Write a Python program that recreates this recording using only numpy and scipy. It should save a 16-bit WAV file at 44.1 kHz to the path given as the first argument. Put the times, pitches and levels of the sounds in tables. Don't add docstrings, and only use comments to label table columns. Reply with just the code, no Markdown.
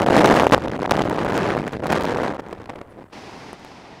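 import sys
import numpy as np
from scipy import signal
from scipy.fft import rfft, irfft
from scipy.io import wavfile
from scipy.ndimage import uniform_filter1d, map_coordinates

SR = 44100
rng = np.random.default_rng(int(sys.argv[2]) if len(sys.argv) > 2 else 0)


def waveform_to_disk(signal):
    frames = np.transpose(np.atleast_2d(signal))
    scaled = np.clip(frames, -1, 1) * 32767
    samples = np.round(scaled).astype(np.int16)
    wavfile.write(sys.argv[1], SR, samples)


N = 176400
TIME = np.arange(N) / SR

# f/Hz, level/dB
EDDY_SPECTRUM = [(60, -15), (200, 11.5), (500, 6.5), (800, -2), (1400, -13.5), (3000, -24), (8000, -30),
                 (16000, -54)]
MIC_EQ = [(30, -18), (80, -4.5), (200, 0.5), (500, 3.5), (1000, 7.5), (2000, 7), (5000, -7), (15000, -20)]
HISS_SPECTRUM = [(300, -35.5), (900, 1.5), (1600, 7), (2500, -0.5), (4000, -7.5), (6500, -15),
                 (8000, -19.5), (11000, -25.5), (15000, -38)]
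def choked_air(swell_hz, overload, even_s, flicker):
    gusts = from_db(0 * wander(53.5))
    eddies = from_db(-19.5) * gusts * noise(EDDY_SPECTRUM)
    pressure = overload * (swells(swell_hz) + eddies)
    capsule = np.tanh(pressure * (1 + 0.042 * pressure ** 2))
    bleed = signal.butter(1, 295, "high", fs=SR)
    thumps = signal.lfilter(*bleed, signal.lfilter(*bleed, capsule - capsule[0]))
    gate = 1 / (1 + np.abs(pressure / 1.79) ** 5.5) + from_db(-20)
    hiss = noise(HISS_SPECTRUM) * gate * flicker ** wander(233)
    return even(colour(thumps, MIC_EQ), even_s), even(hiss, even_s)


# t/s, body level/dB, treble level/dB
WIND_LEVELS = [(0.0, -18, -30), (0.05, -20, -36.5), (0.12, -15, -30), (0.18, -11, -25),
               (0.21, -11.5, -23.5), (0.225, -13.5, -38), (0.245, -11.5, -28.5), (0.32, -12.5, -27),
               (0.41, -14, -28.5), (0.45, -17, -36.5), (0.48, -23, -36.5), (0.57, -23.5, -44),
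               (0.605, -35, -43.5), (0.65, -25, -42), (0.72, -26.5, -40.5), (0.78, -27.5, -42),
               (0.82, -21.5, -43.5), (0.89, -22, -33.5), (0.93, -21.5, -36.5), (1.0, -18.5, -32.5),
               (1.06, -23, -42), (1.12, -21, -41), (1.15, -25, -42), (1.2, -22, -37.5), (1.26, -22, -38),
               (1.36, -19.5, -34), (1.5, -20.5, -35), (1.59, -23, -39.5), (1.645, -29.5, -46.5),
               (1.675, -26, -40.5), (1.71, -40, -46), (1.75, -30, -44), (1.81, -31, -52.5),
               (1.85, -23.5, -44), (1.88, -25.5, -42), (1.91, -21.5, -36), (1.96, -18.5, -27),
               (2.0, -23, -39.5), (2.1, -21, -34.5), (2.17, -22.5, -39.5), (2.24, -20.5, -34.5),
               (2.31, -23.5, -44), (2.35, -28.5, -47.5), (2.43, -40.5, -61), (2.46, -35, -53),
               (2.52, -36.5, -54.5), (2.57, -42.5, -57), (2.61, -36.5, -53), (2.65, -46, -65),
               (2.73, -38, -56), (2.8, -40.5, -70), (2.85, -47.5, -73), (2.92, -45.5, -60),
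               (2.96, -43.5, -67.5), (2.99, -37.5, -59.5), (3.04, -42, -60), (3.08, -56, -73),
               (3.11, -50, -64)]
# t/s, overload/dB, bass/dB, hiss flicker/dB, sizzle/dB
MIC_DRIVE = [(0, 7.5, 6, 7.5, 0.5), (.3, 3, -11.5, 5, 4), (.5, 8, -1, 0.5, 0.5), (.61, -7, 9.5, 5, 1),
             (.72, 6.5, 6.5, 10, -0.5), (.88, 6.5, -6, 9, -2), (1.0, 6.5, 6.5, 3.5, 1),
             (1.42, 0.5, -3, 5, -3), (1.75, 4.5, 8, 5, -0.5), (1.95, 2.5, -1.5, 4.5, -3),
             (2.35, -0.5, -11, 5.5, -1.5), (2.6, -1, 6, 8.5, -13), (3.1, 3, 0, 1, -13)]
SIZZLE_HZ = 6800
def buffeting():
    body, treble = in_time(WIND_LEVELS)
    overload, bass, flicker, sizzle = in_time(MIC_DRIVE)
    force = np.maximum(body / from_db(-21), 1)
    thumps, hiss = choked_air(swell_hz=66.38 * force ** .45, overload=overload, even_s=0.027,
                              flicker=flicker)
    thumps = roar(shelf(thumps, 166, "low", bass), force)
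    hiss = shelf(hiss + crackle(), SIZZLE_HZ, "high", sizzle)
    rush = from_db(-0.5) * body * thumps + from_db(3) * treble * hiss
    for s, _, _ in SLAPS:
        rush *= 1 - 0.47 * np.exp(-((TIME - s) / 0.0049 + .5) ** 4)
    fade_out = np.interp(TIME, [3.11, 3.14], [1, 0])
    return fade_out * (rumble() + chokes() * (rush + faint_hiss()) + body * jolts())


def roar(x, force, centre_hz=587):
    octave = signal.butter(1, [centre_hz / np.sqrt(2), centre_hz * np.sqrt(2)], "band", fs=SR,
                           output="sos")
    lift = force ** 0.28
    return (x + (lift - 1) * signal.sosfilt(octave, x)) / np.sqrt(lift)


# t/s, length/s
CHOKES = [(0.049, 0.0093), (0.081, .004), (0.109, 0.0036), (0.197, 0.0041), (0.333, 0.0049),
          (0.459, 0.0046), (0.486, 0.0049), (0.504, 0.0051), (0.589, 0.0051), (0.665, 0.0085),
          (0.687, 0.0067), (0.703, 0.01), (0.77, 0.005), (0.778, 0.009), (0.793, 0.0081), (0.862, 0.013),
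          (0.878, 0.0081), (0.897, 0.0054), (1.03, 0.0069), (1.09, 0.0052), (1.241, 0.0046), (1.27, 0.0072),
          (1.326, 0.0048), (1.513, 0.0044), (1.563, 0.0043), (1.652, 0.0052), (1.702, 0.0043),
          (1.78, 0.0073), (1.809, 0.0057), (1.883, 0.0066), (1.986, 0.0065), (2.027, 0.0067),
          (2.139, 0.0057), (2.154, 0.0039), (2.225, .004), (2.329, .007), (2.369, 0.012), (2.41, 0.0093),
          (2.488, 0.0056), (2.666, 0.0061)]
def chokes():
    held = np.zeros(N)
    for s, length in CHOKES:
        held = np.maximum(held, window(s, length, edge_s=0.0004))
    return from_db(-30 * held)


def jolts(width_s=0.00051):
    out = np.zeros(N)
    for s, length in CHOKES:
        for at, sign in ((s - width_s, -1), (s + length + width_s, 1)):
            near = slice(int((at - .01) * SR), int((at + .01) * SR))
            out[near] += sign * push_pull((TIME[near] - at) / width_s)
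    return from_db(2) * out


# t/s, length/s, thump level/dB, hiss level/dB
FLURRIES = [(0.083, .006, -17, -26), (0.243, 0.012, -9, -27), (0.305, 0.017, -10.5, -28),
            (0.468, 0.0057, -20, -32), (0.521, 0.029, -8.5, -19), (0.9197, 0.0031, -10.5, -25),
            (1.018, 0.0048, -25, -26.5), (1.501, 0.004, -13, -28), (1.729, 0.0137, -26.5, -47),
            (1.836, 0.011, -23, -35.5), (1.899, 0.0094, -16.5, -28.5), (1.919, 0.0095, -21, -28),
            (2.391, 0.0091, -24.5, -38), (2.527, 0.0079, -27, -38), (2.658, 0.0039, -34.5, -42),
            (2.692, 0.013, -27.5, -36.5), (2.758, 0.0048, -32, -42.5), (2.785, 0.0057, -33, -48),
            (2.813, 0.0052, -29, -42.5)]
def flurries():
    thumps, hiss = choked_air(swell_hz=182, overload=from_db(6.5), even_s=0.0042, flicker=from_db(10))
    thumps = shelf(thumps, 227, "low", from_db(-5))
    hiss = shelf(hiss, SIZZLE_HZ, "high", from_db(4.5))
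    out = np.zeros(N)
    for s, length, thump_db, hiss_db in FLURRIES:
        out += window(s, length, edge_s=0.00026) * (from_db(thump_db) * thumps + from_db(hiss_db) * hiss)
    return out


# t/s, thump level/dB, crack level/dB
SLAPS = [(0.063, -7.5, -11.5), (.087, -3, -29), (0.166, 2.5, -5), (0.274, -15, -10.5), (0.351, -8, -12),
         (0.398, -3, -3.5), (.434, -2, -17), (0.4681, 3.5, -12.5), (0.525, -10, -15), (.579, -7, -21),
         (.793, -15, -28), (0.83, -10.5, -24), (0.9104, -19, -10.5), (0.914, -2, -12), (.978, -8.5, -31),
         (1.006, -7.5, -17), (1.184, -8.5, -23), (1.248, -10, -22), (1.296, -13, -23.5), (1.333, -10, -23),
         (1.568, -9.5, -27), (1.857, -11, -29), (1.929, -7, -12), (1.958, -9.5, -20), (2.044, -9.5, -28),
         (2.161, -10.5, -36), (2.186, -11, -43), (2.2, -11.5, -20), (2.233, -10.5, -34), (2.346, -21, -32),
         (2.486, -26, -35), (2.502, -32, -41), (2.529, -27, -31)]
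def slaps(width_s=0.00026):
    t = np.arange(SR // 20) / SR
    swing = push_pull(t / width_s - np.pi)
    thumps, strikes = np.zeros((2, N))
    for s, thump_db, crack_db in SLAPS:
        start = int((s - width_s) * SR)
        thumps[start:start + len(t)] -= from_db(thump_db) * swing
        strikes[int(s * SR)] = from_db(crack_db)
    return thumps + noise(HISS_SPECTRUM) * tails(strikes, decay_s=0.00053)


# t/s, level/dB
CRACKS = [(0.193, -19), (0.211, -20), (.258, -11.5), (.413, -25), (0.5462, -13.5), (0.9099, -9.5),
          (0.943, -29), (1.02, -15.5)]
def fabric_cracks():
    strikes = np.zeros(N)
    for s, db in CRACKS:
        strikes[int(s * SR)] = from_db(db)
    cloth = noise([(300, -30), (1000, 10), (2500, 2.5), (3800, 6), (5500, 1), (7000, -14), (15000, -33)])
    return cloth * tails(strikes, decay_s=0.00095)


def crackle(snaps_per_s=40):
    onsets = rng.random(N) < snaps_per_s / SR
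    sizes = from_db(8 + 6.5 * np.clip(rng.standard_normal(N), -2, 2))
    return noise(HISS_SPECTRUM) * tails(onsets * sizes, decay_s=0.0003)


# t/s, level/dB, f/Hz
SWISHES = [(1.36, -43, 6750), (2.912, -68, 10000)]
def swishes(width_s=0.0091):
    out = np.zeros(N)
    for s, db, hz in SWISHES:
        band = signal.butter(1, [hz / 1.05, hz * 1.05], "band", fs=SR, output="sos")
        hiss = rms_one(signal.sosfilt(band, rng.standard_normal(N)))
        out += from_db(db) * np.exp(-((TIME - s) / width_s) ** 2 / 2) * hiss
    return out


# t/s, body level/dB, treble level/dB
GLIDE_LEVELS = [(3.09, -71.5, -89), (3.118, -52, -79.5), (3.128, -38.5, -49.5), (3.2, -39, -50),
                (3.5, -39, -51), (3.57, -44, -55), (3.66, -42.5, -53), (4.0, -42.5, -57.5)]
# f/Hz, level/dB
GLIDE_BODY = [(20, -21), (60, -5.5), (110, -3.5), (210, 1), (400, -2.5), (600, -5.5), (800, -1.5),
              (1100, -8), (1500, -12.5), (2100, -11.5), (3000, -19.5), (5000, -24), (15000, -78)]
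GLIDE_HISS = [(1000, -20), (2500, 1), (3600, -2.5), (5100, -0.5), (6000, -4), (7200, -10.5), (10000, -17),
              (12000, -23), (15000, -31)]
def glide():
    body, treble = in_time(GLIDE_LEVELS)
    flutter = from_db(wander(hz=40.6))
    brightness = (treble / treble.max()) ** 0.74
    hiss = shelf(noise(GLIDE_HISS), 9000, "high", brightness)
    gliding = TIME > GLIDE_LEVELS[0][0]
    return gliding * (body * flutter * noise(GLIDE_BODY) + treble * hiss)


# t/s, click level/dB, ring level/dB, knock level/dB
TICKS = [(3.531, -27, -26, -16.5), (3.597, -37, -60, -50), (3.6485, -25.5, -55, -33)]
# f/Hz, level/dB
CLICK_EQ = [(1000, 12), (6000, -1), (11000, 2), (15000, -2)]
def ticks(ring_hz=9600, ring_width_hz=1600, click_s=.00006, knock_s=0.0002):
    clicks, rings, knocks = np.zeros((3, N))
    for s, click_db, ring_db, knock_db in TICKS:
        age, struck = np.abs(TIME - s), TIME >= s
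        ring = np.exp(-np.pi * ring_width_hz * age) * np.sin(2 * np.pi * ring_hz * age)
        clicks += from_db(click_db) * struck * np.exp(-age / click_s)
        rings += from_db(ring_db) * struck * ring
        knocks += from_db(knock_db) * np.exp(-(age / knock_s) ** 2 / 2)
    return rings - shelf(knocks, 400, "low", from_db(-16)) - colour(clicks, CLICK_EQ)


def rumble():
    bed = noise([(20, -13), (50, -10.5), (100, -4), (200, -22.5), (400, -18.5), (2000, -33), (16000, -83)])
    return from_db(-49) * bed * np.interp(TIME, [2.8, 3.12], [1, .4])


def faint_hiss():
    return from_db(-74.5) * noise([(200, -12), (1000, -13), (4000, -21), (8000, -1), (15000, -9)])


def from_db(db):
    return 10 ** (np.asarray(db) / 20)


def rms_one(x):
    return x / np.sqrt(np.mean(x ** 2) + 1e-20)


def in_time(rows):
    s, *columns = np.transpose(rows)
    return [from_db(np.interp(TIME, s, c)) for c in columns]


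def colour(x, points):
    size = 2 * N
    hz, db = np.transpose(points)
    grid = np.maximum(np.arange(N + 1) * SR / size, 1)
    gain = from_db(np.interp(np.log(grid), np.log(hz), db))
    cepstrum = irfft(np.log(gain))
    cepstrum[1:N] *= 2
    cepstrum[N + 1:] = 0
    return irfft(rfft(x, size) * np.exp(rfft(cepstrum)))[:N]


def shelf(x, hz, side, gain):
    return x + (gain - 1) * signal.lfilter(*signal.butter(1, hz, side, fs=SR), x)


def noise(points):
    return rms_one(colour(rng.standard_normal(N), points))


def wander(hz):
    band = signal.butter(2, [hz / 5, hz], "band", fs=SR, output="sos")
    return rms_one(signal.sosfilt(band, rng.standard_normal(N + SR))[SR:])


def swells(hz, fastest_hz=300):
    pace = np.minimum(hz * np.ones(N) / fastest_hz, 1)
    return map_coordinates(wander(fastest_hz), [np.cumsum(pace)], order=3, mode="nearest")


def even(x, seconds):
    size = int(seconds * SR)
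    power = uniform_filter1d(uniform_filter1d(x * x, size), size // 2)
    return x / np.sqrt(np.abs(power) + .01 * np.mean(x * x))


def window(start_s, length_s, edge_s):
    return np.clip(np.minimum(TIME - start_s, start_s + length_s - TIME) / edge_s + .5, 0, 1)


def push_pull(u):
    return u * np.exp((1 - u * u) / 2)


def tails(strikes, decay_s):
    return signal.lfilter([1], [1, -np.exp(-1 / (decay_s * SR))], strikes + 1e-18)


def scene():
    return (buffeting() + flurries() + slaps() + fabric_cracks() + swishes() + glide() + ticks())[None]


def record(dry):
    high_cut = signal.cheby2(14, 60, 16500, fs=SR, output="sos")
    return signal.sosfilt(high_cut, np.clip(dry, -1, 1))


dry = scene()
out = record(dry)
waveform_to_disk(out)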